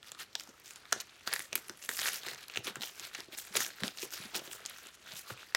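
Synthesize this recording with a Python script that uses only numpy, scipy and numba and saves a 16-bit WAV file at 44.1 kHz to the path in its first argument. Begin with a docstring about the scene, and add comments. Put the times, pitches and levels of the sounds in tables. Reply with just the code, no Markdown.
"""Fingers work a stiff paper mailer open close to a phone in a quiet furnished room, over a faint hiss of air.
Light snaps come first, a sharp one at 0.35 s, a heavy one at 0.93 s, then busy runs of snaps to about 4.7 s;
it thins out until a loud snap near 5.55 s ends it. Creases snap as short damped rings of cracks and paper
patches, the padded body thuds in low modes, and dense tiny grains crinkle in swells as paper buckles
and fibres tear; snaps and thuds leave a short room tail."""
import sys
import numpy as np
from scipy import signal
from scipy.fft import rfft, irfft, next_fast_len
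from scipy.io import wavfile
from numba import njit

SR = 44100
rng = np.random.default_rng(int(sys.argv[2]) if len(sys.argv) > 2 else 0)


def master(y):
    """Save y as 16-bit WAV."""
    cut = np.clip(np.atleast_2d(y).T, -1, 1)
    pcm = np.round(cut * 32767)  # scale
    wavfile.write(sys.argv[1], SR, pcm.astype(np.int16))


N = 245195


def undb(db):
    """Decibels to amplitude."""
    return 10 ** (np.asarray(db) / 20)


def level(x, db):
    """Scale to an rms level in dB."""
    return x * undb(db) / np.sqrt(np.mean(x ** 2))


@njit
def ring(start, hz, t60_s, rise_samples, size, length):
    """Sum of damped sines, each with an exponential onset and decay."""
    out = np.zeros(length)
    for k in range(len(start)):
        pole = np.exp(2j * np.pi * hz[k] / SR - np.log(1000) / (t60_s[k] * SR))
        z, on = size[k] + 0j, 0.
        for i in range(start[k], min(length, start[k] + int(t60_s[k] * SR))):
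            on += (1 - on) / (1 + rise_samples[k])
            z *= pole
            out[i] += on * z.imag
    return out


def grains(start_s, hz, cycles, db, rise_cycles):
    """One ring per event, lasting `cycles` periods down to -60 dB, with either sign."""
    hz = np.clip(hz, 20, .42 * SR)
    sign = rng.choice([-1., 1.], len(start_s))
    start = np.clip((start_s * SR).astype(np.int64), 0, N - 1)
    return ring(start, hz, cycles / hz, rise_cycles * SR / hz, sign * undb(db), N)


def swells(peak_s, rise_s, fall_s, *columns_db):
    """Each event swells, rounds over and fades; powers add. One envelope per level column."""
    t = np.arange(0, N, 64) / SR
    late_s = t - peak_s[:, None]
    before_peak = (np.abs(late_s) / rise_s[:, None]) ** 1.35
    after_peak = (np.abs(late_s) / fall_s[:, None]) ** 1.5
    drop_db = 10 * np.where(late_s < 0, before_peak, after_peak)
    power = undb(-np.minimum(drop_db, 90)) ** 2
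    return [np.interp(np.arange(N) / SR, t, np.sqrt(undb(db) ** 2 @ power)) for db in columns_db]


# Spectrum of the air noise, relative: (freq_hz [Hz], density_db [dB per Hz])
AIR_SPECTRUM = [(20, -23), (45, 11), (70, 15.5), (130, 11), (360, 11), (800, 7.5), (1430, 5.5), (2600, 6),
                (7000, -2.5), (8500, -7), (16000, -41)]
AIR_DB = -64  # rms at the phone's input


def air():
    """Steady noise of the room and the microphone: white noise shaped by a spectrum."""
    freq_hz, density_db = np.transpose(AIR_SPECTRUM)
    size = next_fast_len(N)
    f = np.maximum(np.arange(size // 2 + 1) * SR / size, 1)
    gain = undb(np.interp(np.log(f), np.log(freq_hz), density_db))
    noise = irfft(rfft(rng.standard_normal(size)) * gain, size)
    return level(noise[:N], AIR_DB)


ROOM_T60_S, ROOM_DB, ROOM_TOP_HZ = 0.21, -15, 6900


def room(x):
    """A short dull tail from table, walls and furniture: convolution with decaying noise."""
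    t = np.arange(int(.4 * SR)) / SR
    onset = np.minimum(t / 0.0023, 1)
    tail = rng.standard_normal(len(t)) * undb(-60 * t / ROOM_T60_S) * onset
    tail = signal.sosfilt(signal.butter(1, ROOM_TOP_HZ, fs=SR, output="sos"), tail)
    return undb(ROOM_DB) * signal.fftconvolve(x, tail / np.sqrt(np.sum(tail ** 2)))[:N]


# The whole mailer flexes or is pushed: (start_s [s], level_db [dB], pitch_hz [Hz])
THUDS = [(0.199, -50, 450), (0.357, -44.5, 400), (0.488, -45, 255), (0.93, -29, 420), (0.962, -34.5, 494),
         (1.276, -36, 452), (1.34, -45, 357), (1.349, -45, 456), (1.397, -47, 300), (1.529, -32, 443),
         (1.557, -43, 410), (1.58, -38.5, 370), (1.699, -34.5, 343), (1.893, -33, 410), (2.066, -63, 533),
         (2.085, -58, 400), (2.267, -41, 365), (2.286, -38, 530), (2.315, -38.5, 557), (2.573, -30, 407),
         (2.587, -40, 132), (2.605, -40, 514), (2.658, -40, 295), (2.678, -32, 417), (2.701, -42, 203),
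         (2.768, -32.5, 386), (2.78, -45, 137), (2.801, -41, 218), (3.011, -56, 298), (3.188, -41.5, 304),
         (3.285, -42.5, 367), (3.331, -41.5, 330), (3.507, -47.5, 191), (3.553, -30, 910),
         (3.555, -27, 600), (3.573, -32, 387), (3.604, -41, 290), (3.663, -42.5, 460), (3.683, -46, 463),
         (3.822, -31, 168), (3.839, -26.5, 247), (3.866, -40, 200), (3.889, -46, 360), (4.032, -31, 394),
         (4.062, -53, 382), (4.199, -40, 156), (4.253, -40, 225), (4.335, -40, 400), (4.354, -26.5, 402),
         (4.387, -39, 375), (4.418, -38, 590), (4.478, -42.5, 355), (4.549, -41.5, 410), (4.606, -44, 430),
         (4.86, -48, 348), (5.133, -45, 148), (5.306, -38, 402), (5.315, -37, 124), (5.55, -40, 466)]
# Modes of the mailer: (mode_hz [Hz], mode_db [dB re thud], t60_s [s])
BODY_MODES = [(134.8, -24, 0.11), (226, -24, 0.14), (378, -7, 0.041)]


def thuds():
    """A soft push rings at its own pitch, together with the modes of the body."""
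    start_s, level_db, pitch_hz = np.transpose(THUDS)
    out = grains(start_s, pitch_hz, 5.94, level_db + 8.5, 0.74)
    for mode_hz, mode_db, t60_s in BODY_MODES:
        out += grains(start_s, np.full_like(start_s, mode_hz), t60_s * mode_hz, level_db + mode_db, 0.76)
    return out


RUMBLE_DB, RUMBLE_RISE_S, RUMBLE_FALL_S = -11, 0.0067, 0.034  # level re thud


def body_rumble():
    """The body rumbles round each thud: a level envelope."""
    start_s, level_db, _ = np.transpose(THUDS)
    rise_s, fall_s = np.full_like(start_s, RUMBLE_RISE_S), np.full_like(start_s, RUMBLE_FALL_S)
    return swells(start_s, rise_s, fall_s, level_db + RUMBLE_DB)[0]


# A finger rubs, crumples or tears; rise and fall span 10 dB:
# (peak_s [s], rise_s [s], fall_s [s], level_db [dB], bright_db [dB], patch_hz [Hz])
STROKES = [(.087, 0.035, 0.018, -48, 2, 1350), (.154, .035, 0.0099, -66, -1, 1290),
           (0.206, 0.017, 0.023, -36, -0.5, 2930), (0.401, .027, 0.038, -51, 3, 3400),
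           (0.498, .06, 0.11, -70, 5.5, 1340), (.668, 0.025, 0.074, -52, 5, 2380),
           (.763, 0.02, 0.023, -52.5, 1, 1430), (.95, 0.06, 0.081, -51, -1.5, 1650),
           (1.008, 0.0064, 0.0091, -34.5, 1, 4300), (1.17, 0.047, 0.082, -68, -2.5, 2580),
           (1.276, 0.011, 0.026, -35, 0, 1690), (1.33, 0.022, .021, -35.5, -1, 1840),
           (1.362, 0.017, 0.018, -41.5, 9.5, 1800), (1.396, 0.018, 0.047, -44, 7.5, 1810),
           (1.559, 0.005, 0.041, -47.5, 10, 2800), (1.652, 0.051, 0.11, -56, 3.5, 1370),
           (1.846, 0.045, .039, -46.5, 6.5, 2880), (1.893, .004, 0.055, -41, 9.5, 1850),
           (1.946, 0.028, 0.013, -40.5, 6, 3010), (1.994, 0.028, .027, -35, 6, 1870),
           (2.022, 0.015, 0.1, -38.5, -4.5, 1930), (2.078, 0.061, 0.033, -30, 5, 1880),
           (2.146, 0.026, 0.043, -34.5, 3, 2770), (2.267, 0.026, .012, -36.5, -1, 3500),
           (2.312, 0.053, 0.03, -41, 0, 1800), (2.383, 0.011, 0.026, -44, -0.5, 1750),
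           (2.439, 0.032, 0.011, -47.5, -1.5, 2700), (2.539, 0.04, .027, -49.5, -4, 2550),
           (2.573, 0.011, 0.017, -42.5, 6.5, 2600), (2.646, 0.0067, .03, -39.5, 3, 2620),
           (2.679, 0.022, 0.026, -34.5, -2, 3400), (2.771, 0.023, 0.011, -50.5, -7, 1490),
           (2.831, .017, 0.072, -40, 5, 3150), (2.993, .047, 0.032, -47, 3, 2480),
           (3.038, 0.038, 0.045, -41, -0.5, 2470), (3.15, 0.027, .026, -46.5, -1.5, 1980),
           (3.186, .021, 0.022, -44.5, -2, 1780), (3.242, 0.047, 0.015, -54, -0.5, 2400),
           (3.334, 0.015, 0.016, -42, -1.5, 3440), (3.385, 0.014, 0.05, -42, 8, 1880),
           (3.47, 0.034, 0.055, -57, 7, 2410), (3.566, 0.015, 0.018, -25, 1.5, 2120),
           (3.61, 0.04, 0.061, -31, 5, 1720), (3.812, 0.055, 0.03, -47, -0.5, 1860),
           (3.839, 0.0045, 0.053, -36.5, 1, 2670), (3.942, .011, 0.024, -59, 0.5, 2720),
           (4.027, 0.04, 0.037, -38, 4.5, 2610), (4.125, 0.012, 0.094, -39, 2.5, 2650),
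           (4.24, 0.046, 0.028, -47.5, -1.5, 2360), (4.357, 0.012, .028, -33, 2.5, 3000),
           (4.464, 0.031, 0.023, -47, 5, 3270), (4.525, 0.018, 0.042, -46, 8.5, 3190),
           (4.636, 0.15, .026, -65, -12, 1560), (4.663, .012, .028, -59, 2.5, 3320),
           (4.703, .024, 0.078, -48.5, -2.5, 2220), (4.79, .077, 0.091, -54.5, 4.5, 2600),
           (4.874, 0.049, 0.032, -48.5, -2, 3000), (4.951, 0.012, 0.0088, -54, 6, 3060),
           (5.106, 0.055, 0.052, -46, -2.5, 3680), (5.191, 0.053, 0.025, -41.5, 5.5, 2630),
           (5.307, 0.038, 0.03, -42, 0.5, 1220), (5.396, .03, 0.069, -52, -2.5, 2560),
           (5.5, .08, .036, -56, 0.5, 1890)]
SPRAY_DB, SPRAY_RISE_S, SPRAY_FALL_S = -11, 0.001, 0.0067  # crinkle that each snap sets off


def effort():
    """Strokes and the spray round each snap drive patches, creases, fibres; bright ones favour fibres."""
    peak_s, rise_s, fall_s, level_db, bright_db = np.transpose(STROKES)[:5]
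    stroke = swells(peak_s, rise_s, fall_s, level_db - bright_db, level_db, level_db + 1.21 * bright_db)
    snap_s, ring_db, _, crack_db, _ = np.transpose(SNAPS)
    rise_s, fall_s = np.full_like(snap_s, SPRAY_RISE_S), np.full_like(snap_s, SPRAY_FALL_S)
    spray = swells(snap_s, rise_s, fall_s,
                   ring_db + SPRAY_DB, crack_db + SPRAY_DB - 9.5, crack_db + SPRAY_DB - 8)
    return [np.hypot(a, b) for a, b in zip(stroke, spray)]


def swarm(per_s, lo_hz, hi_hz, cycles, spread_db, clumps_db, rise_cycles, held_hz, share):
    """Dense clumped grains, rms 1; a share comes from under the finger and keeps near its pitch."""
    u = rng.random((int(per_s * N / SR), 4)).T
    start_s = u[0] * N / SR
    db = np.minimum(-spread_db * np.log(1 - u[2]), 14.0)
    db += np.interp(start_s, np.linspace(0, N / SR, len(clumps_db)), clumps_db)
    peak_s = np.transpose(STROKES)[0]
    nearest = np.searchsorted((peak_s[1:] + peak_s[:-1]) / 2, start_s)
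    held = u[3] < share
    near_hz = held_hz[nearest] * (1 + 0.16 * (u[1] - .5))
    hz = np.where(held, near_hz, lo_hz * (hi_hz / lo_hz) ** u[1])
    return level(grains(start_s, hz, cycles * np.where(held, 1.6, 1), db, rise_cycles), 0)


# Never quite still in the hands: (time_s [s], rustle_db [dB])
HANDLING = [(0.0, -74), (0.12, -57.5), (1.31, -54), (1.45, -51), (1.64, -56.5), (1.89, -65), (2.03, -64),
            (2.12, -49), (2.32, -55), (3.34, -55.5), (3.55, -50), (3.87, -60.5), (4.33, -46.5),
            (4.74, -51.5), (4.88, -57), (5.06, -55.5), (5.23, -52), (5.56, -59)]
CREASE_HZ, CREASE_DB_PER_OCTAVE = 4350, 10  # brighter strokes work finer creases


def crinkle():
    """Small buckles ring patches, creases and fibres tick as they part, the body rumbles under the fingers."""
    rustle = undb(np.interp(np.arange(N) / SR, *np.transpose(HANDLING)))
    rumble = body_rumble() + undb(-7.5) * rustle
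    buckling, creasing, parting = effort()

    bright_db, patch_hz = np.transpose(STROKES)[-2:]
    crease_hz = np.clip(CREASE_HZ * 2 ** (bright_db / CREASE_DB_PER_OCTAVE), 3400, 7600)
    fibre_hz = rng.uniform(10300, 14900, len(STROKES))
    sheet_hz = rng.uniform(340, 984, len(STROKES))
    body_hz = np.full(len(STROKES), BODY_MODES[0][0])

    # the finger slips in jerks that the paper layers share; most layers also clump on their own
    jerk, *own = rng.standard_normal((6, int(N / SR * 130)))
    patch = swarm(1800, 1225, 3590, 7.9, 1.8, 1.2 * jerk + 0.5 * own[0], 0.56, patch_hz, 0.18)
    crease = swarm(4000, 3120, 8530, 7.3, 2.3, 0.75 * jerk + 2.9 * own[1], 0.21, crease_hz, 0.27)
    fibre = swarm(6000, 5900, 27500, 10.5, 5.2, 1.07 * jerk + 3.0 * own[2], 0.41, fibre_hz, 0.26)
    # single fibres break with a broad, dry tick
    ticks = swarm(260, 5300, 17000, 5.8, 6.9, 1.0 * jerk, 0.13, crease_hz, 0.23)
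    sheet = swarm(700, 316, 1080, 11.8, 2.44, 2.0 * jerk + 1.65 * own[3], 0.19, sheet_hz, .2)
    body = swarm(200, 104.7, 342, 21.0, 0.72, 4.3 * own[4], 0.62, body_hz, 0.4)

    out = patch * (undb(-7.5) * buckling + undb(-8.5) * rustle)
    out += (crease + undb(-7.5) * ticks) * (undb(-6.0) * creasing + undb(-11) * rustle)
    out += fibre * (undb(-11.5) * parting + undb(-18) * rustle)
    out += sheet * (undb(-10.5) * rumble + undb(-22) * buckling)
    return out + body * undb(-18.5) * rumble


SMALL_PER_S, SMALL_DB, SMALL_SPREAD_DB = 60, -43.5, 2.5  # base level under a -50 dB stroke
SMALL_GROWTH = .75  # dB of snap per dB of stroke


def small_snaps():
    """Lesser creases give way at random, harder as the finger works harder; columns as in SNAPS."""
    u = rng.random((int(SMALL_PER_S * N / SR), 5)).T
    start_s = u[0] * N / SR
    work, = swells(*np.transpose(STROKES)[:4])
    work_db = 20 * np.log10(work[(start_s * SR).astype(int)])
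    size_db = SMALL_GROWTH * (work_db + 50) + SMALL_DB - SMALL_SPREAD_DB * np.log(1 - u[1])
    # a strong ring goes with a weak crack and the reverse
    ring_db, crack_db = size_db - 12 * u[2], size_db - 12 * (1 - u[2])
    return np.array([start_s, ring_db, 1400 * 2.87 ** u[3], crack_db, 4000 * 4.3 ** u[4]])


# Creases that snap through:
# (start_s [s], ring_db [dB], ring_hz [Hz], crack_db [dB], crack_hz [Hz]); ring = patch of paper
SNAPS = [(0.0294, -35.5, 3340, -51, 4000), (0.1185, -31, 3400, -26, 7500), (0.1484, -35, 4000, -53, 4000),
         (.33, -56, 3100, -46, 4000), (.3533, -18, 3500, -21, 5400), (.398, -34.5, 3240, -27.5, 5100),
         (0.4075, -45, 1330, -32, 6600), (.436, -55, 1420, -35, 7000), (.4742, -48.5, 850, -41, 5600),
         (.4917, -50, 4480, -41, 6500), (.599, -64, 4130, -39, 12400), (.6188, -62, 3160, -47, 5900),
         (0.659, -52, 3530, -38, 6500), (.679, -46, 3960, -37, 6700), (0.7082, -39, 2410, -32, 7200),
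         (.7357, -55, 3400, -39, 7000), (0.7594, -40, 3600, -33, 6950), (0.8545, -40.5, 1760, -42.5, 3950),
         (0.9243, -18.5, 1640, -17, 7400), (0.9271, -14.5, 1480, -8.5, 6100),
         (1.0013, -37, 2300, -28, 5700), (1.0036, -35, 4270, -23.5, 6300), (1.071, -53, 3000, -48, 5960),
         (1.109, -57, 2600, -49, 6500), (1.158, -54, 2600, -48, 7000), (1.2091, -43, 2580, -49, 5600),
         (1.2341, -58, 1590, -47, 5900), (1.2753, -24.5, 1460, -18, 4530), (1.3286, -24.5, 1820, -19, 4550),
         (1.3371, -21, 1860, -11, 10200), (1.3619, -21.5, 1870, -27, 4000), (1.3936, -28, 1790, -22, 10100),
         (1.4039, -28.5, 1990, -38, 10600), (1.422, -46, 1890, -28, 10000), (1.454, -49, 1780, -38, 8800),
         (1.5244, -37, 2650, -47, 4000), (1.5293, -21.5, 2580, -22, 6100), (1.5553, -18, 2420, -7, 12300),
         (1.578, -36, 1370, -29, 7900), (1.6832, -40, 2710, -30.5, 10000), (1.6961, -28, 1600, -25.5, 5770),
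         (1.774, -47, 2800, -38, 10000), (1.826, -36, 2800, -34, 6500), (1.8393, -38, 2840, -43, 4330),
         (1.8494, -38, 2840, -28, 11500), (1.8912, -18, 1790, -18, 7800), (1.9488, -34, 2880, -47, 4000),
         (1.969, -38, 1890, -21, 10600), (1.973, -32, 1940, -28, 4900), (1.991, -25, 1810, -23, 5000),
         (1.997, -32, 1700, -24, 5200), (2.0027, -44, 1550, -29, 7900), (2.008, -39, 1940, -29, 4300),
         (2.0164, -21, 3200, -23, 7700), (2.0311, -31, 1900, -24.5, 4030), (2.058, -20, 1850, -28, 4000),
         (2.062, -40, 3350, -25, 5400), (2.0747, -25, 1820, -24, 7200), (2.0836, -20, 2720, -33, 10500),
         (2.181, -42, 2930, -47, 4000), (2.2335, -33.5, 3170, -31, 4000), (2.265, -24.5, 3670, -25, 3930),
         (2.2798, -30, 1720, -33, 4000), (2.2854, -28.5, 1890, -27.5, 6240), (2.2966, -35, 2150, -38, 4100),
         (2.313, -31, 3880, -46, 4000), (2.3336, -34, 4480, -52, 4500), (2.347, -37, 3570, -34, 6200),
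         (2.358, -37, 1920, -54, 4000), (2.483, -37, 4220, -32.5, 11300), (2.4987, -31, 2760, -39, 4000),
         (2.5388, -35, 2250, -37, 4000), (2.5478, -33, 3640, -44, 4000), (2.559, -23, 2570, -36, 4000),
         (2.5729, -16, 2700, -26, 4020), (2.67, -22, 3320, -44, 4000), (2.7571, -28, 1550, -27.5, 7500),
         (2.8092, -41, 3660, -29.5, 3980), (2.819, -28, 3340, -30, 3970), (2.824, -24.5, 4300, -57, 4200),
         (2.8337, -22, 3200, -47, 4000), (2.8361, -29, 3280, -38, 4000), (2.8736, -30.5, 3120, -49, 4000),
         (2.896, -35.5, 3100, -44, 4000), (2.9967, -30, 3340, -27, 7100), (3.051, -34, 3450, -30.5, 4000),
         (3.0885, -46, 3700, -58, 4000), (3.1487, -29, 2080, -28.5, 6100), (3.1513, -27.5, 2900, -30, 3930),
         (3.2047, -25.5, 4940, -53, 5000), (3.349, -39, 4530, -34, 5200), (3.386, -33, 2150, -23, 10300),
         (3.4508, -42, 1920, -35, 7600), (3.4718, -39, 2220, -35, 13700), (3.5265, -42, 3100, -43, 5400),
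         (3.5543, -19.5, 2280, -20.5, 3750), (3.569, -19, 2710, -29, 7300),
         (3.5707, -25, 2720, -12.5, 7100), (3.605, -21.5, 1750, -19.5, 6540),
         (3.6408, -40, 2630, -30, 12000), (3.6641, -32, 1650, -25.5, 6300), (3.704, -34.5, 1765, -45, 4500),
         (3.8042, -26, 4280, -32, 4400), (3.8351, -22, 1730, -18, 3930), (3.88, -20.5, 3600, -24.5, 4670),
         (3.9738, -37, 2600, -31, 6260), (3.9858, -34, 3850, -32, 4230), (3.9952, -31, 3800, -41, 4340),
         (4.0204, -34.5, 2550, -28, 6000), (4.0288, -28, 2650, -27, 5630), (4.1063, -51, 2280, -34, 6200),
         (4.1366, -36, 1650, -26, 6050), (4.346, -22, 3900, -42, 4000), (4.3518, -23.5, 2610, -37, 4000),
         (4.3572, -36, 2800, -22, 13700), (4.364, -38, 4480, -22.5, 9300), (4.4762, -35, 3360, -44, 4000),
         (4.5141, -31, 2930, -50, 4000), (4.5319, -36, 1720, -25.5, 8100), (4.653, -27, 4800, -53, 4900),
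         (4.661, -42, 4460, -22, 6650), (4.6974, -45, 2790, -28.5, 11200), (4.7853, -39, 1590, -36, 6600),
         (4.8699, -44, 3040, -31.5, 7400), (5.072, -40, 1570, -47, 5500), (5.1207, -36, 3920, -34, 4500),
         (5.1932, -43, 2820, -30, 11400), (5.3016, -32.5, 1330, -46, 5100),
         (5.3051, -29.5, 1400, -53, 4000), (5.4303, -37.5, 1440, -47, 6400),
         (5.5237, -40.5, 1660, -56, 4000), (5.5489, -10, 1970, -11.5, 5250), (5.5519, -24, 1830, -44, 4000)]


def snaps():
    """A crease gives in a few quick cracks; freed patch, neighbour and sheet behind ring briefly."""
    start_s, ring_db, ring_hz, crack_db, crack_hz = np.hstack([np.transpose(SNAPS), small_snaps()])
    u = rng.random((len(start_s), 7)).T
    crack = grains(start_s, crack_hz, 13.7, crack_db + 6.5, 0.33)
    crack += grains(start_s + 0.0011 * u[5], crack_hz * (1.18 + .5 * u[1]), 3.44, crack_db + 8.5, 0.19)
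    crack += grains(start_s + 0.0001 + 0.00045 * u[6], crack_hz * (0.41 + 1.2 * u[0]), 3.2,
                    crack_db - 25, 0.37)
    crack += grains(start_s + .00051 * u[1], 3000 + 3000 * u[6], 5.3, crack_db - 3.0, 0.35)
    # the fold runs on for a moment in weaker after-cracks
    crack += grains(start_s + 0.00108 + 0.0015 * u[0], crack_hz * (0.57 + 1.05 * u[4]), 3.8,
                    crack_db - 2.5, 0.08)
    patch = grains(start_s, ring_hz, 9.66, ring_db + 6.5, 0.34)
    neighbour = grains(start_s + 0.00028 + 0.001334 * u[2], ring_hz * (1.54 + 0.99 * u[3]), 12.0,
                       ring_db - 0.6, 0.42)
    sheet = grains(start_s + 0.0011, 550 + 600 * u[4], 6.8, ring_db - 9, 0.72)
    return crack + patch + neighbour + sheet


def scene():
    """Paper sounds over air; only snaps and thuds excite the room."""
    hits = snaps() + thuds()
    paper = hits + room(hits) + crinkle()
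    # a small light object radiates little bass
    paper = signal.sosfilt(signal.butter(3, 90, "high", fs=SR, output="sos"), paper)
    return (paper + air())[None]


TOP_HZ = 16000


def record(dry):
    """The phone rounds the loudest peaks and cuts the top."""
    rounded = np.tanh(1.31 * dry) / 1.686
    return signal.sosfilt(signal.ellip(8, .2, 60, TOP_HZ, fs=SR, output="sos"), rounded)


dry = scene()
out = record(dry)
master(out)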